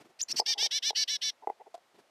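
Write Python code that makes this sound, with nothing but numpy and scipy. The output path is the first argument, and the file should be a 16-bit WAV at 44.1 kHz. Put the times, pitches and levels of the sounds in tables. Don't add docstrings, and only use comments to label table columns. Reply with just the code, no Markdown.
import sys
import numpy as np
from scipy import signal
from scipy.fft import rfft, irfft
from scipy.io import wavfile

SR = 44100
rng = np.random.default_rng(int(sys.argv[2]) if len(sys.argv) > 2 else 0)


def store_wav(level_fs):
    pcm = np.round(np.clip(np.atleast_2d(level_fs), -1, 1) * 32767)
    wavfile.write(sys.argv[1], SR, pcm.T.astype(np.int16))


def attenuation_scalar(level_db):
    decades = np.asarray(level_db, float) / 20
    return 10 ** decades


N = 92610

# frequency in Hz, relative level in dB.
THROAT_COLOUR = [(1480, -36.5), (1700, -22.5), (2300, -22.5), (2900, -16), (3400, -19.5), (4000, -20),
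                 (4550, -13.5), (5100, -18), (5500, -11), (5850, -12), (6300, -20.5), (7300, -28),
                 (8000, -19), (11500, -44.5)]
# frequency in Hz, relative density in dB per Hz.
YARD_COLOUR = [(30, -34), (505, -6.5), (655, -4.5), (995, -9), (5170, -20), (15500, -33.5)]
BROAD_NOISE_DB = -21.5


def in_time(rows):
    s, *columns = np.transpose(rows)
    t = np.arange(N) / SR
    gate = (t >= s[0]) & (t <= s[-1])
    return [np.interp(t, s, c) for c in columns] + [gate]


def at_hz(points, hz):
    f, db = np.transpose(points)
    return np.interp(np.log(np.maximum(hz, 10)), np.log(f), db)


def rms_one(x):
    return x / np.sqrt(np.mean(x ** 2) + 1e-20)


def coloured(points):
    spectrum = rfft(rng.standard_normal(N))
    gain = attenuation_scalar(at_hz(points, np.fft.rfftfreq(N, 1 / SR)))
    return rms_one(irfft(spectrum * gain, N))


def drift(rate_hz, size):
    r = np.exp(-2 * np.pi * rate_hz / SR)
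    return rms_one(signal.lfilter([1], [1, -2 * r, r * r], rng.standard_normal(size)))


def butter(x, order, cut_hz, kind="low"):
    return signal.sosfilt(signal.butter(order, cut_hz, kind, fs=SR, output="sos"), x)


def ring(clicks, hz, t60_s):
    r, w = attenuation_scalar(-60 / (t60_s * SR)), 2 * np.pi * hz / SR
    return signal.lfilter([0, np.sin(w)], [1, -2 * r * np.cos(w), r * r], clicks + 1e-18)


def yard_air():
    level_db = -68.5
    return attenuation_scalar(level_db) * coloured(YARD_COLOUR)


def wings():
    # centre in s, peak level of the boom in dB rms.
    puffs = [(0.013, -54.5), (0.059, -60.5), (0.103, -64), (0.303, -60), (.345, -51), (1.958, -63.5),
             (1.997, -59)]
    # centre in Hz, width in Hz, relative level in dB.
    box = [(167.7, 48, -16), (328, 176, -6.5), (630, 200, -13)]
    puff_sigma_s, hiss_re_boom_db = 0.01, -2
    t = np.arange(N) / SR
    white = rng.standard_normal(N)
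    boom = 0
    for hz, width_hz, db in box:
        band = butter(white, 2, [hz - width_hz / 2, hz + width_hz / 2], "band")
        boom = boom + attenuation_scalar(db) * rms_one(band)
    strokes = sum(attenuation_scalar(db) * np.exp(-.5 * ((t - s) / puff_sigma_s) ** 2) for s, db in puffs)
    return strokes * (rms_one(boom) + attenuation_scalar(hiss_re_boom_db) * coloured(YARD_COLOUR))


def whistles():
    # time in s, pitch in Hz, level of the fundamental in dB rms.
    glides = [
        [(.190, 2147, -68), (.196, 2464, -57), (.208, 2905, -48), (.2118, 3720, -42), (.2138, 4890, -30),
         (.2175, 6360, -25.5), (.222, 6540, -38), (.227, 7080, -30.5), (.2325, 7100, -28), (.2345, 6740, -50),
         (.2365, 6100, -32), (.240, 5970, -55)],
        [(.317, 3700, -42), (.320, 4180, -36.5), (.323, 5550, -30.5), (.327, 5350, -27), (.333, 5400, -95)],
        [(.397, 3900, -61), (.400, 4220, -24.5), (.403, 5110, -17.5), (.406, 5110, -36), (.412, 5130, -43.5)],
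    ]
    jitter_hz, jitter_rate_hz = 24, 340
    octave_db, octave_fades_hz, octave_db_per_khz = 10, 3150, -70
    out = np.zeros(N)
    for rows in glides:
        hz, level_db, inside = in_time(rows)
        turn = 2 * np.pi * np.cumsum(hz + jitter_hz * drift(jitter_rate_hz, N)) / SR
        khz_above = np.maximum(hz - octave_fades_hz, 0) / 1000
        octave = attenuation_scalar(octave_db + octave_db_per_khz * khz_above)
        overtone = octave * (np.sin(2 * turn) + .5 * coloured(THROAT_COLOUR))
        tone = np.sqrt(2) * (np.sin(turn) + overtone)
        broad_noise = attenuation_scalar(BROAD_NOISE_DB) * rng.standard_normal(N)
        out += inside * attenuation_scalar(level_db) * (tone + broad_noise)
    return out


def echoes(x):
    level_db, t60_s, delay_s = -25.5, 0.073, 0.004
    t = np.arange(SR // 2) / SR
    tail = rng.standard_normal(len(t)) * attenuation_scalar(-60 * t / t60_s) * (t > delay_s)
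    return attenuation_scalar(level_db) * signal.fftconvolve(x, tail / np.sqrt(np.sum(tail ** 2)))[:N]


def rasps():
    # time in s, lower voice in Hz, upper voice in Hz,
    # level of the summed tones in dB rms.
    notes = [
        [(0.286, 1863, 2420, -43), (0.299, 2164, 2720, -39.5), (0.312, 2252, 2760, -33),
         (0.319, 2920, 4230, -33.5)],
        [(0.364, 1904, 2480, -33.5), (0.381, 2305, 2842, -31), (0.393, 2228, 3125, -28.5),
         (0.399, 2460, 4000, -30.5)],
        [(0.463, 1640, 2153, -30), (0.475, 1783, 2313, -33), (0.489, 1840, 2350, -27), (0.527, 1813, 2340, -29),
         (0.539, 1664, 2095, -30.5)],
        [(0.581, 1545, 1887, -35), (0.594, 1605, 2120, -31), (0.639, 1849, 2416, -27), (0.663, 1834, 2260, -27),
         (0.671, 1550, 2170, -34)],
        [(0.712, 1497, 1900, -33.5), (0.724, 1677, 2150, -32), (0.76, 1774, 2323, -29),
         (0.78, 1767, 2280, -29.5), (0.789, 1590, 2070, -36)],
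        [(0.826, 1450, 1850, -38), (0.836, 1587, 2045, -33), (0.858, 1744, 2244, -29.5),
         (0.892, 1803, 2410, -28), (0.908, 1663, 2040, -33)],
        [(0.951, 1378, 1767, -46.5), (0.959, 1471, 1924, -32), (0.976, 1753, 2198, -28.5),
         (1.031, 1752, 2300, -28), (1.039, 1590, 2110, -31)],
        [(1.08, 1462, 1859, -34), (1.096, 1680, 2060, -31.5), (1.112, 1750, 2250, -31),
         (1.154, 1723, 2244, -31.5), (1.166, 1660, 2040, -33)],
        [(1.216, 1394, 1779, -41), (1.222, 1494, 1950, -33), (1.24, 1767, 2248, -31.5),
         (1.292, 1742, 2222, -31), (1.303, 1620, 2010, -34)],
    ]
    notches_hz = [3600, 3700, 4090, 4250, 4560, 4490, 3530, 4720, 4720]
    mix_db = [
        [-17, 1.5, 4.5, -6],
        [2.5, 12.5, 14, 9, 7.5, -10.5],
        [-4, 7, 6, 0.5, -2],
        [-13.5, -7.5, -36, -8],
    ]
    notch_db, notch_sigma_hz = -11, 200
    rise_db_per_s, fall_db_per_s, sag_per_s, silent_db = 4501, 4199, 5.5, -71.5
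    jitter_hz, jitter_rate_hz = 8, 170
    weak_jitter, weak_jitter_max_db = .8, 12
    shimmer_db, shimmer_rate_hz = 1.8, 90
    short_s, short_rough_db = .05, 6
    throat_noise_db = -15
    out = np.zeros(N)
    throat_noise, broad_noise = coloured(THROAT_COLOUR), rng.standard_normal(N)
    for rows, notch_hz in zip(notes, notches_hz):
        (s0, low0, high0, db0), (s1, low1, high1, db1) = rows[0], rows[-1]
        rough = attenuation_scalar(short_rough_db * (s1 - s0 < short_s))
        rise_s = (db0 - silent_db) / rise_db_per_s
        fall_s = (db1 - silent_db) / fall_db_per_s
        sag0, sag1 = 1 - sag_per_s * rise_s, 1 - sag_per_s * fall_s
        first = (s0 - rise_s, low0 * sag0, high0 * sag0, silent_db)
        last = (s1 + fall_s, low1 * sag1, high1 * sag1, silent_db)
        low, high, level_db, inside = in_time([first, *rows, last])
        size = inside.sum()
        weak_db = level_db.max() - level_db[inside]
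        waver_hz = jitter_hz * rough * attenuation_scalar(np.minimum(weak_jitter * weak_db, weak_jitter_max_db))
        low = low[inside] + waver_hz * drift(jitter_rate_hz, size)
        high = high[inside] + waver_hz * drift(jitter_rate_hz, size)
        tones, power = 0, 1e-12
        for k, row in enumerate(mix_db):
            for j, db in enumerate(row):
                hz = (k + 1) * low + (j - 1) * (high - low)
                dip_db = notch_db * np.exp(-.5 * ((hz - notch_hz) / notch_sigma_hz) ** 2)
                gain = attenuation_scalar(db + at_hz(THROAT_COLOUR, hz) + dip_db)
                turn = 2 * np.pi * (np.cumsum(hz) / SR + rng.random())
                shimmer = attenuation_scalar(shimmer_db * drift(shimmer_rate_hz, size))
                tones = tones + gain * shimmer * np.sin(turn)
                power = power + gain ** 2 / 2
        hiss = attenuation_scalar(throat_noise_db) * throat_noise[inside] + attenuation_scalar(BROAD_NOISE_DB) * broad_noise[inside]
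        out[inside] += attenuation_scalar(level_db[inside]) * (tones / np.sqrt(power) + rough * hiss)
    return out


def feet():
    # start in s, drive level in dB, length in s.
    taps = [(0.397, -16, 0.0014), (.400, -35, .028), (0.458, -49.5, 0.059), (0.545, -44, 0.072),
            (0.625, -29, 0.0037), (0.634, -42.5, 0.041), (0.905, -22.5, 0.0011), (0.929, -38, 0.0025),
            (1.421, -39, 0.024), (1.4724, -17.5, 0.0037), (1.476, -31.5, 0.021), (1.4993, -19, 0.00084),
            (1.502, -50, 0.028), (1.596, -39, .025), (1.66, -40.5, 0.021)]
    # frequency in Hz, gain in dB, t60 in s.
    wood = [(454, -9.5, 0.033), (615, -8.5, 0.021), (833, 0, 0.023), (998, -13, 0.019), (2010, -15, 0.021)]
    slips_per_s, contact_cut_hz, tick_db, spot_spread_db = 1500, 1000, -22, 1.5
    full_run_s, full_blow_s = 0.033, 0.004
    slips = (rng.random(N) < slips_per_s / SR) * rng.uniform(-0.98, 1, N)
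    spot = attenuation_scalar(spot_spread_db * rng.standard_normal((len(taps), len(wood))))
    blows = np.zeros((len(wood), N))
    for (s, db, length_s), share in zip(taps, spot):
        i, j = int(s * SR), int((s + length_s) * SR)
        run = slips[i:j] * np.hanning(j - i) ** 0.25 * min(1, length_s / full_run_s)
        run[0] = min(1, full_blow_s / length_s)
        blows[:, i:j] += attenuation_scalar(db) * share[:, None] * run
    soft = butter(blows, 2, contact_cut_hz)
    out = attenuation_scalar(tick_db) * blows[0]
    for k, (hz, db, t60_s) in enumerate(wood):
        out = out + (-1) ** k * attenuation_scalar(db) * ring(soft[k], hz, t60_s)
    return out


def pecks():
    # time in s, drive level in dB.
    hits = [(1.742, -39.5), (1.745, -37), (1.751, -38), (1.778, -50)]
    # frequency in Hz, gain in dB, t60 in s.
    tray = [(713, 1.5, 0.048), (1028, -15, 0.039)]
    crack_db, crack_decay_s, crack_cut_hz = -10, 0.0037, 6200
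    blows = np.zeros(N)
    for s, db in hits:
        blows[int(s * SR)] = attenuation_scalar(db)
    envelope = signal.lfilter([1], [1, -np.exp(-1 / (crack_decay_s * SR))], blows)
    crack = butter(envelope * rng.standard_normal(N), 2, crack_cut_hz)
    return sum(attenuation_scalar(db) * ring(blows, hz, t60_s) for hz, db, t60_s in tray) + attenuation_scalar(crack_db) * crack


def scene():
    panel_cut_hz = 372
    bird = whistles() + rasps()
    wood = butter(feet() + pecks(), 4, panel_cut_hz, "high")
    mono = yard_air() + wings() + bird + echoes(bird) + wood
    return np.array([mono, mono])


def top_cut(x):
    return signal.sosfilt(signal.butter(12, 15630, fs=SR, output="sos"), x)


def record(dry):
    top_hz = 13950
    mix = butter(dry, 8, top_hz)
    return top_cut(mix)


dry = scene()
out = record(dry)
store_wav(out)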